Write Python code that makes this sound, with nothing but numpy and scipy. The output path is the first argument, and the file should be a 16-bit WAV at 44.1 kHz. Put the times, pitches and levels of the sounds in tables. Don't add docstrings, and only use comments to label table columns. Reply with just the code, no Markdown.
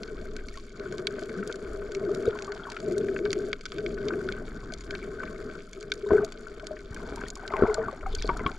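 import sys
import numpy as np
from scipy import signal
from scipy.fft import rfft, irfft, next_fast_len
from scipy.io import wavfile
from scipy.ndimage import uniform_filter1d

SR = 44100
rng = np.random.default_rng(int(sys.argv[2]) if len(sys.argv) > 2 else 0)


def store_wav(level_fs):
    pcm = np.round(np.clip(np.atleast_2d(level_fs), -1, 1) * 32767)
    wavfile.write(sys.argv[1], SR, pcm.T.astype(np.int16))


N = 378378
SHOT_SAMPLES = 8192


def from_db(db):
    return 10 ** (np.asarray(db) / 20)


def rms_one(x):
    return x / np.sqrt(np.mean(x ** 2) + 1e-20)


def panned(pan_db):
    return from_db(np.array([[pan_db], [-pan_db]]) / 2)


def cut(x, hz, kind, order=2):
    sos = signal.butter(order, np.clip(hz, 20, .45 * SR), kind, fs=SR, output="sos")
    return signal.sosfilt(sos, x + 1e-18)


def coloured(x, spectrum):
    size = next_fast_len(N)
    hz, db = np.transpose(spectrum)
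    log_hz = np.log(np.fft.rfftfreq(size, 1 / SR) + 1)
    gain = from_db(np.interp(log_hz, np.log(hz), db))
    return irfft(rfft(x, size) * gain, size)[..., :N]


def drift(rate_hz):
    knots = rng.standard_normal(int(rate_hz * N / SR) + 2)
    return rms_one(np.interp(np.arange(N) * rate_hz / SR, np.arange(len(knots)), knots))


def levelled(x, span_s):
    mean_power = np.mean(np.atleast_2d(x) ** 2, axis=0)
    power = uniform_filter1d(mean_power, max(int(span_s * SR), 1))
    return x / np.sqrt(np.abs(power) + 1e-20)


def grains(per_s, spread_db):
    sizes = from_db(spread_db * np.minimum(rng.exponential(1, N), 5))
    return (rng.random(N) < per_s / SR) * sizes * rng.choice([-1, 1], N)


def banded_grains(low_hz, high_hz, width, per_s, spread_db, count):
    clicks = grains(per_s, spread_db)
    dealt = rng.integers(0, count, N)
    edge = 1 + abs(width)
    out = 0
    for k, hz in enumerate(np.geomspace(low_hz, high_hz, count)):
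        band = signal.butter(1, [hz / edge, min(hz * edge, .45 * SR)], "band", fs=SR)
        out = out + signal.lfilter(*band, clicks * (dealt == k) + 1e-18)
    return out


def add(out, start_s, sound):
    at = max(round(start_s * SR), 0)
    out[:, at:at + sound.shape[-1]] += sound[:, :max(N - at, 0)]


def stray_times(count):
    return (np.arange(count) + rng.random(count)) / count * N / SR


def envelope(t, rise_s, hold_s, fall_s):
    rise = np.sin(np.pi / 2 * np.clip(t / rise_s, 0, 1)) ** 2
    return rise * from_db(-20 * np.maximum(t - rise_s - hold_s, 0) / fall_s)


def swell(start_s, rise_s, hold_s, fall_s, step=64):
    t = np.arange(0, N, step) / SR - start_s
    return np.repeat(envelope(t, rise_s, hold_s, fall_s) ** 2, step)[:N]


def pushes(rows, calm_db):
    power = sum(swell(*shape) * from_db(db) ** 2 for *shape, db in rows)
    return np.sqrt(from_db(calm_db) ** 2 + power)


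def bubble(hz, swell_s, t60_s, glide):
    t = np.arange(int((swell_s + 1.2 * t60_s) * SR) + 8) / SR
    rise = np.sin(np.pi / 2 * np.minimum(t / swell_s, 1)) ** 2
    level = rise * from_db(-60 * np.maximum(t - swell_s, 0) / t60_s)
    pitch_hz = hz * (1 + glide * np.tanh(t / t60_s))
    return level * np.sin(2 * np.pi * np.cumsum(pitch_hz) / SR)


def swarm(low_hz, high_hz, cycles, rise, spread_db, count):
    out = np.zeros((2, N))
    for when, size, strength, slide, side in rng.random((count, 5)):
        hz = low_hz * (high_hz / low_hz) ** size
        sound = bubble(hz, 2 / hz, cycles / hz, rise * (2 * slide - .5))
        gain = from_db(spread_db * min(-np.log(1 - strength), 4))
        add(out, when * N / SR, gain * sound * panned(10 * side - 2))
    return out


# (centre [Hz], width [Hz], relative level [dB], left minus right [dB], left lag [ms])
HOUSING_MODES = [(258, 60, -19.5, 2.0, 0), (411, 40, 7.5, 2.5, 0.0), (465, 25, -14, 4, 0.08),
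                 (623, 67, -3.0, 3.5, 0.29), (1100, 50, -14, 13.5, 0.37), (1363, 350, -11, 0.5, -0.05),
                 (1510, 80, 2.5, 3, 0.093), (1860, 200, -14, 0.5, 0.19), (2233, 180, -4, 2.5, 0.022),
                 (2590, 690, -19.5, 11, 0.14), (3400, 980, -8.5, 2.5, 0.046),
                 (4487, 440, -8.5, 9.5, -0.011), (5830, 1500, -11.5, 1.5, -0.029),
                 (5800, 740, -25, 13, 0.095), (6790, 250, -7, -1.5, 0), (8740, 1000, -18.5, -3.5, 0.034),
                 (11750, 1500, -30, 3, .015)]


def housing_response(size):
    f = np.fft.rfftfreq(size, 1 / SR) + 1e-6
    out = np.zeros((2, len(f)), complex)
    for hz, width_hz, db, pan_db, lag_ms in HOUSING_MODES:
        mode = from_db(db) / (1 + 1j * (f - hz ** 2 / f) / width_hz)
        lag = np.exp(-1j * np.pi * f * lag_ms / 1000 * np.array([[1], [-1]]))
        out += mode * panned(pan_db) * lag
    delay = np.exp(-2j * np.pi * f * 16 / SR)
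    return irfft(out * delay, size)


def through(x, body):
    return signal.oaconvolve(np.atleast_2d(x), body, axes=1)[:, :x.shape[-1]]


# (start [s], rise [s], hold [s], 20 dB fall [s],
# relative wash [dB], deep churn [dB], small bubbles [dB], loose share of small bubbles [0-1])
WATER_SURGES = [(-0.1, .1, .3, .5, -48, -41.5, -52, .1), (0.68, .18, .6, .5, -45.5, -37.5, -46.5, .06),
                (1.5, .2, .25, .2, -51, -37.5, -47, .1), (1.9, .15, .18, .35, -42.5, -31, -45.5, .18),
                (2.26, .07, .39, .2, -53, -46, -45.5, .45), (2.72, .2, .2, .35, -39.5, -31.5, -49.5, .04),
                (3.1, .17, .22, .11, -42.5, -33.5, -49.5, .04), (3.66, .16, .1, .3, -42, -34.5, -49, .03),
                (3.92, .14, .17, .3, -40, -33.5, -45, .1), (4.2, .15, .35, .3, -45.5, -48, -48.5, .15),
                (4.81, .11, .64, .13, -47, -40.5, -46.5, .04), (5.72, .08, .25, .2, -54, -42, -53, .03),
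                (6.07, .05, .07, .16, -38, -35, -38.5, .8), (6.25, .2, .3, .4, -56, -45, -51.5, .1),
                (6.85, .17, .21, .2, -45.5, -44, -45, .65), (7.34, .08, .1, .1, -56, -46, -46, .6),
                (7.48, .08, .12, .35, -46, -40, -35, .88), (7.75, .06, .08, .15, -44, -44, -43, .7),
                (7.98, .05, .12, .2, -52, -48, -51, .8), (8.18, .13, .19, .13, -43, -47, -43, .8)]
# (wash [dB], deep churn [dB], small bubbles [dB])
CALM_WATER = (-55, -53, -58)


def surges(calm_loose_share=.02):
    rows = np.array(WATER_SURGES)
    shapes = np.array([swell(*row[:4]) for row in rows] + [np.ones(N)])
    wash, churn, small = from_db(np.vstack([rows[:, 4:7], CALM_WATER]).T) ** 2
    loose = np.clip(np.append(rows[:, 7], calm_loose_share), 0, 1)
    return np.sqrt(np.array([wash, churn, small * (1 - loose), small * loose]) @ shapes)


# (start [s], rise [s], hold [s], 20 dB fall [s], level before rocking [dB])
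PRESSURE_SWINGS = [(-0.1, .42, .06, .7, -38), (1.58, .16, .03, .7, -41), (3.0, .25, .35, .5, -47),
                   (3.8, .12, .04, .3, -40), (4.18, .2, .1, 2.0, -40), (6.0, .15, .15, .5, -46.5),
                   (6.65, .3, .3, .5, -43), (7.5, .1, .1, .3, -41), (7.98, .13, .06, .6, -29.5)]
# (frequency [Hz], relative density [dB/Hz])
SWAY_SPECTRUM = [(8, -28), (19, 4), (28, 0), (45, -5.5), (70, -12), (140, -40), (400, -77)]
# (frequency [Hz], relative density [dB/Hz])
WASH_SPECTRUM = [(30, -37), (70, -3), (130, -1), (240, 3.5), (330, -1), (500, -16), (800, -26),
                 (2000, -112)]


def flow(wash_gain, wash_gain_db=1.0, lumpy_db=2.0, rocking_db=1.0, sway_calm_db=-50):
    sway = levelled(coloured(rng.standard_normal(N), SWAY_SPECTRUM), span_s=0.05)
    sway = sway * from_db(rocking_db * drift(12))
    wash = coloured(rng.standard_normal(N), WASH_SPECTRUM) * from_db(lumpy_db * drift(40))
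    wash = levelled(wash, span_s=0.21)
    sway = sway * pushes(PRESSURE_SWINGS, sway_calm_db)
    return (sway + wash * wash_gain * from_db(wash_gain_db)) * panned(1.0)


# (frequency [Hz], relative density [dB/Hz])
CHURN_SPECTRUM = [(100, -5), (250, -6.5), (390, 0.5), (480, -2), (630, -1), (850, -20), (1500, -33.5),
                  (3000, -37)]
# (frequency [Hz], relative density [dB/Hz])
FIZZ_SPECTRUM = [(500, -33), (850, -34), (1100, 5.5), (1500, -3), (1800, 1.5), (2300, -19), (4000, -26)]


def froth(body, churn_gain, fizz_gain, churn_gain_db=-1.3, drone_takes_over_db=-31.8,
          fizz_gain_db=-3.9, throb_db=3.0, drone_hz=402, waver=0.08, pulse_db=4.0, growth=0.71):
    churn = coloured(grains(per_s=1500, spread_db=0.0), CHURN_SPECTRUM)
    churn = levelled(through(churn * from_db(throb_db * drift(35)), body), span_s=0.09)
    fizz = through(coloured(grains(per_s=600, spread_db=3.5), FIZZ_SPECTRUM), body)
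    fizz = levelled(fizz, span_s=0.11)
    pitch_hz = drone_hz * (1 + waver * drift(70))
    cloud = np.sin(2 * np.pi * np.cumsum(pitch_hz) / SR) * from_db(pulse_db * drift(70))
    drone_gain = churn_gain * (churn_gain / from_db(drone_takes_over_db)) ** growth
    drone = levelled(cloud, span_s=0.22) * drone_gain * panned(2.7)
    churn = churn * churn_gain * from_db(churn_gain_db)
    return drone + churn + fizz * fizz_gain * from_db(fizz_gain_db)


# (frequency [Hz], relative density [dB/Hz])
SLOSH_SPECTRUM = [(350, -12), (600, 0), (850, -4), (1150, -1), (1550, -2), (1850, -19), (2300, -17),
                  (2800, -32), (4000, -38), (6000, -55)]


def gurgle(body, loose_gain, gain_db=-1.3, direct=0.38, slosh_db=-7.0, slosh_pan_db=3.0):
    loose = swarm(low_hz=600, high_hz=2050, cycles=33, rise=0.1, spread_db=2.5, count=3000)
    loose = direct * cut(loose, 1700, "low") + through(cut(loose, 900, "high"), body)
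    loose = levelled(loose, span_s=0.075)
    slosh = banded_grains(low_hz=500, high_hz=4200, width=0.04, per_s=1800, spread_db=3.0, count=16)
    slosh = levelled(coloured(slosh, SLOSH_SPECTRUM), span_s=0.04) * panned(slosh_pan_db)
    return loose_gain * (from_db(gain_db) * loose + from_db(slosh_db) * slosh)


def blips(body, froth_gain, average_db=-54.5, follows=.9):
    stray = swarm(low_hz=1050, high_hz=2100, cycles=38, rise=0.1, spread_db=2.0, count=300)
    stray = rms_one(through(stray, body))
    return stray * from_db(average_db) * (froth_gain / froth_gain.mean()) ** follows


# (start [s], rise [s], hold [s], 20 dB fall [s], relative level [dB])
NET_SHAKES = [(6.8, .3, .05, .25, -59), (7.52, .15, .02, .13, -53), (8.08, .05, .004, .04, -43),
              (8.17, .025, .05, .07, -41)]
# (frequency [Hz], relative density [dB/Hz])
SPRAY_SPECTRUM = [(1500, -36), (2300, -3), (3400, 2), (4700, -3), (6000, -18), (9000, -42)]


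def spray(body, gain_db=-7.0, ringing=.7, prickle=0.45, calm_db=-66):
    fine = swarm(low_hz=3000, high_hz=5130, cycles=65, rise=0.08, spread_db=2.2, count=1000)
    fine = levelled(fine, span_s=0.15)
    prickles = through(coloured(grains(per_s=260, spread_db=4.0), SPRAY_SPECTRUM), body)
    prickles = levelled(prickles, span_s=0.06)
    strength = pushes(NET_SHAKES, calm_db) * from_db(gain_db)
    return (ringing * fine + prickle * prickles) * strength


def ticks(count, size, low_hz=2100, high_hz=9000, tilt_db_per_octave=-2.4, width=1.35,
          scatter=0.4, scatter_t60_s=0.016, apart=0.55, spread_db=2.8):
    out, t = np.zeros((2, N)), np.arange(SHOT_SAMPLES // 8) / SR
    for hz in np.geomspace(low_hz, high_hz, size):
        noise = rng.standard_normal((count, 3, len(t)))
        tail = noise[:, :1] + apart * noise[:, 1:]
        paths = (t == 0) + scatter * tail * from_db(-60 * t / scatter_t60_s)
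        paths = cut(cut(paths, hz * width, "low", order=4), hz / width, "high")
        paths = paths * from_db(tilt_db_per_octave * np.log2(hz / low_hz))
        for path, (when, strength) in zip(paths, rng.random((count, 2))):
            gain = from_db(spread_db * min(-np.log(1 - strength), 4))
            add(out, when * N / SR, gain * path)
    return out


# (frequency [Hz], relative density [dB/Hz])
CRACKLE_SPECTRUM = [(600, -34), (1500, -7.5), (2300, 4), (4400, 1), (6000, -1.5), (6900, -3), (9000, -4),
                    (12000, -5), (16000, -37.5)]


def reef(body, level_db=-58.3, wander_db=1.2, near_db=-1.8, far_db=-4.2, apart=0.5, patchy_db=2.2):
    near = rms_one(through(ticks(count=95, size=12), body))
    far = banded_grains(low_hz=1800, high_hz=10000, width=0.2, per_s=1200, spread_db=5.0, count=9)
    far = rms_one(through(coloured(far, CRACKLE_SPECTRUM), body))
    wide = rms_one(through(coloured(rng.standard_normal((2, N)), CRACKLE_SPECTRUM), body))
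    far = rms_one((far + apart * wide) * from_db(patchy_db * drift(25)))
    level = from_db(level_db + wander_db * drift(5))
    return level * (from_db(near_db) * near + from_db(far_db) * far)


def stray_snaps(count, peak_db=-41, spread_db=1.5, dull_hz=2800, bright_hz=8500, low_share=.2):
    top_hz = dull_hz * (bright_hz / dull_hz) ** rng.random(count)
    db = peak_db + spread_db * rng.standard_normal(count)
    return list(zip(stray_times(count), db, top_hz, low_share * top_hz))


# (time [s], relative peak above 2.5 kHz [dB], upper edge [Hz], lower edge [Hz])
NEAR_SNAPS = [(0.033, -27, 5400, 900), (0.365, -28.5, 7700, 1400), (0.485, -32.5, 5900, 1200),
              (0.574, -34, 8500, 1500), (0.797, -37, 4000, 900), (0.924, -35, 7700, 1450),
              (0.9818, -29, 5600, 2600), (1.0697, -17, 4700, 2400), (1.1932, -33, 8000, 1450),
              (1.294, -37, 3600, 1300), (1.475, -28.5, 10000, 4700), (1.5253, -27.5, 4400, 4300),
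              (1.5577, -33, 9400, 1700), (1.919, -33, 7700, 1400), (1.949, -27.5, 5600, 2700),
              (2.148, -29.5, 10000, 1900), (2.256, -33.5, 9400, 1700), (2.3078, -37, 3200, 900),
              (2.388, -35, 4000, 1000), (2.4223, -28, 6200, 1100), (2.4457, -32.5, 6200, 1100),
              (2.5196, -31, 4400, 800), (2.7004, -30, 7300, 1300), (2.7191, -29, 7700, 1400),
              (2.7657, -34, 3700, 700), (2.802, -34, 7300, 1600), (2.9807, -28, 10000, 3800),
              (3.1895, -34, 3500, 1100), (3.2535, -28.5, 3800, 900), (3.305, -26, 4800, 2500),
              (3.3167, -31, 9400, 1700), (3.3298, -17, 7500, 1700), (3.5299, -19.5, 3000, 1500),
              (3.6102, -33, 6200, 1100), (3.655, -25, 4900, 1700), (3.661, -27.5, 5500, 1000),
              (3.7197, -27.5, 5200, 950), (3.7834, -30, 4400, 800), (3.8625, -29, 2700, 2800),
              (4.084, -24, 4300, 2000), (4.288, -31, 4100, 750), (4.3227, -28.5, 4400, 1900),
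              (4.7216, -34.5, 6900, 1250), (4.7373, -25.5, 6100, 4500), (4.808, -34, 6600, 1200),
              (4.9077, -28, 5200, 950), (5.8273, -33, 7300, 1300), (4.951, -29.5, 3700, 670),
              (5.7317, -32, 7700, 1400), (5.808, -35, 8000, 3000), (5.9185, -17, 3300, 3000),
              (5.938, -34, 9000, 5000), (6.2471, -25.5, 10000, 5000), (6.322, -32, 7700, 1500),
              (6.6686, -26.5, 8000, 1450), (6.945, -32.5, 10000, 3800), (7.1592, -31, 10000, 3800),
              (7.283, -31, 10000, 4300), (7.3026, -24.5, 7000, 4500), (7.3546, -30.5, 9400, 5000),
              (7.4779, -27.5, 4100, 3100), (7.743, -19.5, 6500, 6000), (8.15, -23.5, 7000, 5500),
              (8.2232, -24.5, 4100, 4800), (8.3713, -33, 10000, 4500), (8.275, -31, 5000, 3000),
              (8.4642, -28, 2600, 1700), (8.516, -35, 4500, 2000)]


def snaps(body, gain_db=1.2, scatter=0.125, scatter_t60_s=0.018, echo=.3, echo_spread_ms=.9):
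    out, t = np.zeros((2, N)), np.arange(SHOT_SAMPLES // 4) / SR
    rows = stray_snaps(count=18) + NEAR_SNAPS
    noises = rng.standard_normal((len(rows), 3, len(t)))
    for (start_s, db, top_hz, low_hz), noise in zip(rows, noises):
        tail = noise[0] + .5 * noise[1:]
        pulse = (t == 0) + scatter * tail * from_db(-60 * t / scatter_t60_s)
        lag = 3 + int(rng.random() * echo_spread_ms / 1000 * SR)
        pulse = pulse - echo * np.pad(pulse, ((0, 0), (lag, 0)))[:, :len(t)]
        snap = through(cut(cut(pulse, top_hz, "low", order=3), low_hz, "high"), body)
        peak = np.abs(cut(snap.mean(axis=0), 2500, "high")).max()
        add(out, start_s, from_db(db + gain_db) * snap / peak)
    return out


# (time [s], pitch before glide [Hz], level before roughening [dB], t60 [s])
SINGLE_BUBBLES = [(.541, 1870, -44, .04), (.555, 1370, -41, .03), (.572, 1100, -40, .08),
                  (1.18, 620, -35, .06), (1.360, 187, -30.5, .14), (1.388, 206, -30.5, .15),
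                  (1.428, 1340, -35, .035), (1.497, 1413, -29, .043), (2.018, 603, -36, .08),
                  (2.089, 620, -31, .08), (2.091, 1230, -35, .03), (2.16, 1400, -36, .03),
                  (2.266, 3750, -39, .02), (2.328, 1413, -33, .06), (2.352, 1060, -35, .04),
                  (2.477, 1164, -33, .07), (2.595, 1400, -37, .05), (2.635, 3330, -40, .025),
                  (2.652, 1450, -34, .05), (2.668, 1100, -34, .046), (2.684, 950, -35, .04),
                  (2.768, 1400, -28.5, .02), (4.288, 1450, -22.5, .031), (4.381, 1490, -40, .05),
                  (4.415, 620, -37, .05), (4.63, 1100, -42, .04), (4.722, 635, -36, .06),
                  (4.938, 1550, -30, .04), (5.027, 2260, -36, .032), (5.201, 1515, -27.5, .08),
                  (6.062, 1020, -39, .03), (6.068, 3720, -41, .014), (6.088, 1530, -35, .05),
                  (6.105, 1030, -23, .022), (6.107, 1500, -25, .05), (6.111, 620, -20.5, .05),
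                  (6.133, 720, -26, .025), (6.165, 2230, -37.5, .025), (6.171, 1490, -30, .07),
                  (6.181, 1510, -25, .045), (6.231, 660, -32, .1), (6.630, 630, -36.5, .08),
                  (6.707, 618, -28, .13), (6.945, 3120, -44, .025), (6.986, 2150, -42, .03),
                  (7.172, 920, -36, .08), (7.257, 3270, -44, .025), (7.264, 1850, -39, .025),
                  (7.365, 1100, -36, .02), (7.432, 760, -27, .028), (7.452, 1550, -34, .04),
                  (7.503, 2080, -37, .025), (7.505, 650, -33, .05), (7.523, 1280, -31, .03),
                  (7.536, 1067, -20, .055), (7.566, 2050, -32, .025), (7.575, 627, -28, .15),
                  (7.623, 1380, -19, .027), (7.634, 1100, -24, .04), (7.650, 700, -25, .04),
                  (7.653, 1530, -30, .05), (7.662, 900, -27, .03), (7.669, 2200, -35, .025),
                  (7.696, 1050, -29, .02), (7.699, 780, -30, .03), (7.745, 1480, -29, .05),
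                  (7.769, 1184, -32, .07), (7.779, 642, -24, .1), (7.816, 1750, -36, .03),
                  (7.837, 1470, -28, .045), (7.858, 1380, -30, .06), (7.883, 1140, -24, .05),
                  (7.926, 560, -35, .04), (8.029, 620, -36, .025), (8.029, 1400, -37, .03),
                  (8.06, 1260, -27, .025), (8.062, 770, -26.5, .08), (8.062, 2190, -35, .03),
                  (8.128, 3560, -38, .025), (8.149, 3180, -33, .018), (8.185, 4600, -34, .035),
                  (8.186, 2330, -41, .08), (8.215, 1750, -39, .025), (8.232, 3390, -37, .03),
                  (8.256, 4450, -35, .025), (8.290, 1147, -18, .05), (8.292, 2250, -31, .03),
                  (8.298, 938, -23.5, .11), (8.366, 1300, -34, .02), (8.394, 1020, -33, .09),
                  (8.402, 2050, -36, .035), (8.441, 1350, -31, .05), (8.462, 1119, -16.5, .06),
                  (8.463, 3230, -25, .018), (8.491, 1400, -30, .03)]


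def bubbles(swell_s_at_1khz=.003, swell_law=1.1, glide=0.035, pan_db=4.0, rough=0.26,
            wobble_share=0.2, wake_db=-21, wake_t60_s=0.1, wake_width=1.25):
    out, t = np.zeros((2, N)), np.arange(SHOT_SAMPLES) / SR
    noises = rng.standard_normal((len(SINGLE_BUBBLES), SHOT_SAMPLES))
    for (start_s, hz, db, t60_s), noise in zip(SINGLE_BUBBLES, noises):
        swell_s = swell_s_at_1khz * (1000 / hz) ** swell_law
        ring = bubble(hz, swell_s, t60_s, glide * noise[-1])
        wobble_at = np.arange(len(ring)) * wobble_share * hz / SR
        wobble = np.interp(wobble_at, np.arange(64), noise[-64:])
        wake = cut(cut(noise, hz * wake_width, "low", order=5), hz / wake_width, "high", order=3)
        wake = rms_one(wake) * from_db(wake_db - 60 * t / wake_t60_s)
        for sound in (ring * (1 + rough * wobble), wake):
            add(out, start_s, from_db(db) * sound * panned(pan_db))
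    return out


# (time [s], peak [dB], pitch [Hz])
BURSTS = [(1.1835, -33, 1500), (1.427, -32, 1400), (1.497, -29, 1400), (1.949, -33, 2100),
          (2.7164, -32, 1700), (2.7665, -30, 2000), (3.0849, -31, 1700), (3.1623, -25, 1650),
          (3.2579, -27, 1550), (3.9756, -32, 1500), (4.1044, -26.5, 1400), (4.1357, -31, 1500),
          (4.951, -30, 2100), (5.2325, -27, 1350), (6.9622, -32, 1500), (7.213, -31, 1400)]


def pops(body, stray_hz=1500, stray_scatter=.15, stray_db=-38, t60_s=0.011, crack=1.5,
         crack_t60_s=0.032, width=1.3, direct=0.4):
    out, t = np.zeros((2, N)), np.arange(SHOT_SAMPLES // 4) / SR
    rows = [(start_s, stray_db, stray_hz * (1 + stray_scatter * rng.standard_normal()))
            for start_s in stray_times(count=12)] + BURSTS
    for (start_s, db, hz), noise in zip(rows, rng.standard_normal((len(rows), len(t)))):
        ring = np.sin(2 * np.pi * hz * t) * from_db(-60 * t / t60_s)
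        burst = ring + crack * noise * from_db(-60 * t / crack_t60_s)
        burst = cut(cut(burst, hz / width, "high", order=3), hz * width, "low", order=5)
        pop = through(burst, body) + direct * burst
        add(out, start_s, from_db(db) * pop / np.abs(pop.mean(axis=0)).max())
    return out


# (start [s], rise [s], hold [s], 20 dB fall [s], mean pitch [Hz], level [dB])
AIR_POCKETS = [(2.275, .005, .004, .014, 443, -12), (2.47, .02, .03, .03, 410, -31),
               (3.002, .01, .006, .012, 405, -19.5), (3.24, .01, .006, .012, 405, -24),
               (6.027, .014, .006, .018, 420, -28), (6.06, .005, .02, .012, 405, -25.5),
               (6.105, .014, .004, .01, 400, -13), (6.128, .007, .002, .01, 425, -13),
               (6.139, .012, .012, .008, 408, -12), (6.168, .02, .005, .013, 405, -17.5),
               (6.205, .025, .008, .014, 425, -21), (7.678, .008, .021, .04, 432, -20.5),
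               (7.777, .01, .012, .065, 439, -24), (8.133, .01, .006, .012, 425, -30.5),
               (8.404, .007, .005, .02, 420, -32)]


def pockets(waver=0.025, pan_db=2.7):
    out, t = np.zeros((2, N)), np.arange(SHOT_SAMPLES) / SR
    all_bends = rng.standard_normal((len(AIR_POCKETS), 20))
    for (start_s, rise_s, hold_s, fall_s, hz, db), bends in zip(AIR_POCKETS, all_bends):
        bend = np.interp(t, np.linspace(0, t[-1], len(bends)), bends)
        tone = np.sin(2 * np.pi * np.cumsum(hz * (1 + waver * bend)) / SR)
        gulp = envelope(t, rise_s, hold_s, fall_s) * tone
        add(out, start_s, from_db(db) * gulp * panned(pan_db))
    return out


# (time [s], peak [dB], hardness [Hz], t60 of contact damping [s])
HOUSING_KNOCKS = [(2.278, -20, 220, .3), (6.106, -16, 750, .15), (6.119, -13.5, 260, .15),
                  (6.133, -14, 900, .06), (6.181, -25, 1000, .1), (6.91, -27, 104, .06),
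                  (7.123, -25, 900, .06), (7.237, -22, 1300, .06), (7.537, -19.5, 1450, .15),
                  (7.567, -22.5, 2500, .06), (7.593, -19, 700, .06), (7.6222, -7, 540, .06),
                  (7.6348, -7.5, 420, .13), (7.862, -30, 110, .15), (8.245, -22, 700, .15),
                  (8.291, -16, 1200, .2), (8.297, -17.5, 1300, .06), (8.394, -26, 1800, .15),
                  (8.410, -26, 600, .15), (8.459, -17, 170, .3), (8.464, -22, 1520, .1)]


def knocks(body, splash=0.039, splash_t60_s=0.07, thud_db=-13.5, thud_hz=190, slap_db=-19):
    out, t = np.zeros((2, N)), np.arange(SHOT_SAMPLES) / SR
    noises = rng.standard_normal((len(HOUSING_KNOCKS), SHOT_SAMPLES))
    for (start_s, db, hardness_hz, t60_s), noise in zip(HOUSING_KNOCKS, noises):
        force = (t == 0) + splash * noise * from_db(-60 * t / splash_t60_s)
        force = cut(force, hardness_hz, "low", order=3)
        thud = from_db(thud_db) * cut(cut(force, thud_hz, "low"), 33, "high")
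        slap = from_db(slap_db) * cut(force, 600, "high")
        blow = (through(force, body) + thud + slap) * from_db(-60 * t / t60_s)
        add(out, start_s, from_db(db) * blow / np.abs(blow.mean(axis=0)).max())
    return out


def scene():
    body = housing_response(SHOT_SAMPLES)
    wash, churn, fizz, loose = surges()
    water = flow(wash) + froth(body, churn, fizz) + gurgle(body, loose) + blips(body, fizz) + spray(body)
    return water + bubbles() + pockets() + pops(body) + knocks(body) + snaps(body) + reef(body)


def record(dry, rolloff_hz=14500, cutoff_hz=15400):
    steep = signal.ellip(10, .1, 80, cutoff_hz, fs=SR, output="sos")
    return signal.sosfilt(steep, cut(dry, rolloff_hz, "low", order=2))


dry = scene()
out = record(dry)
store_wav(out)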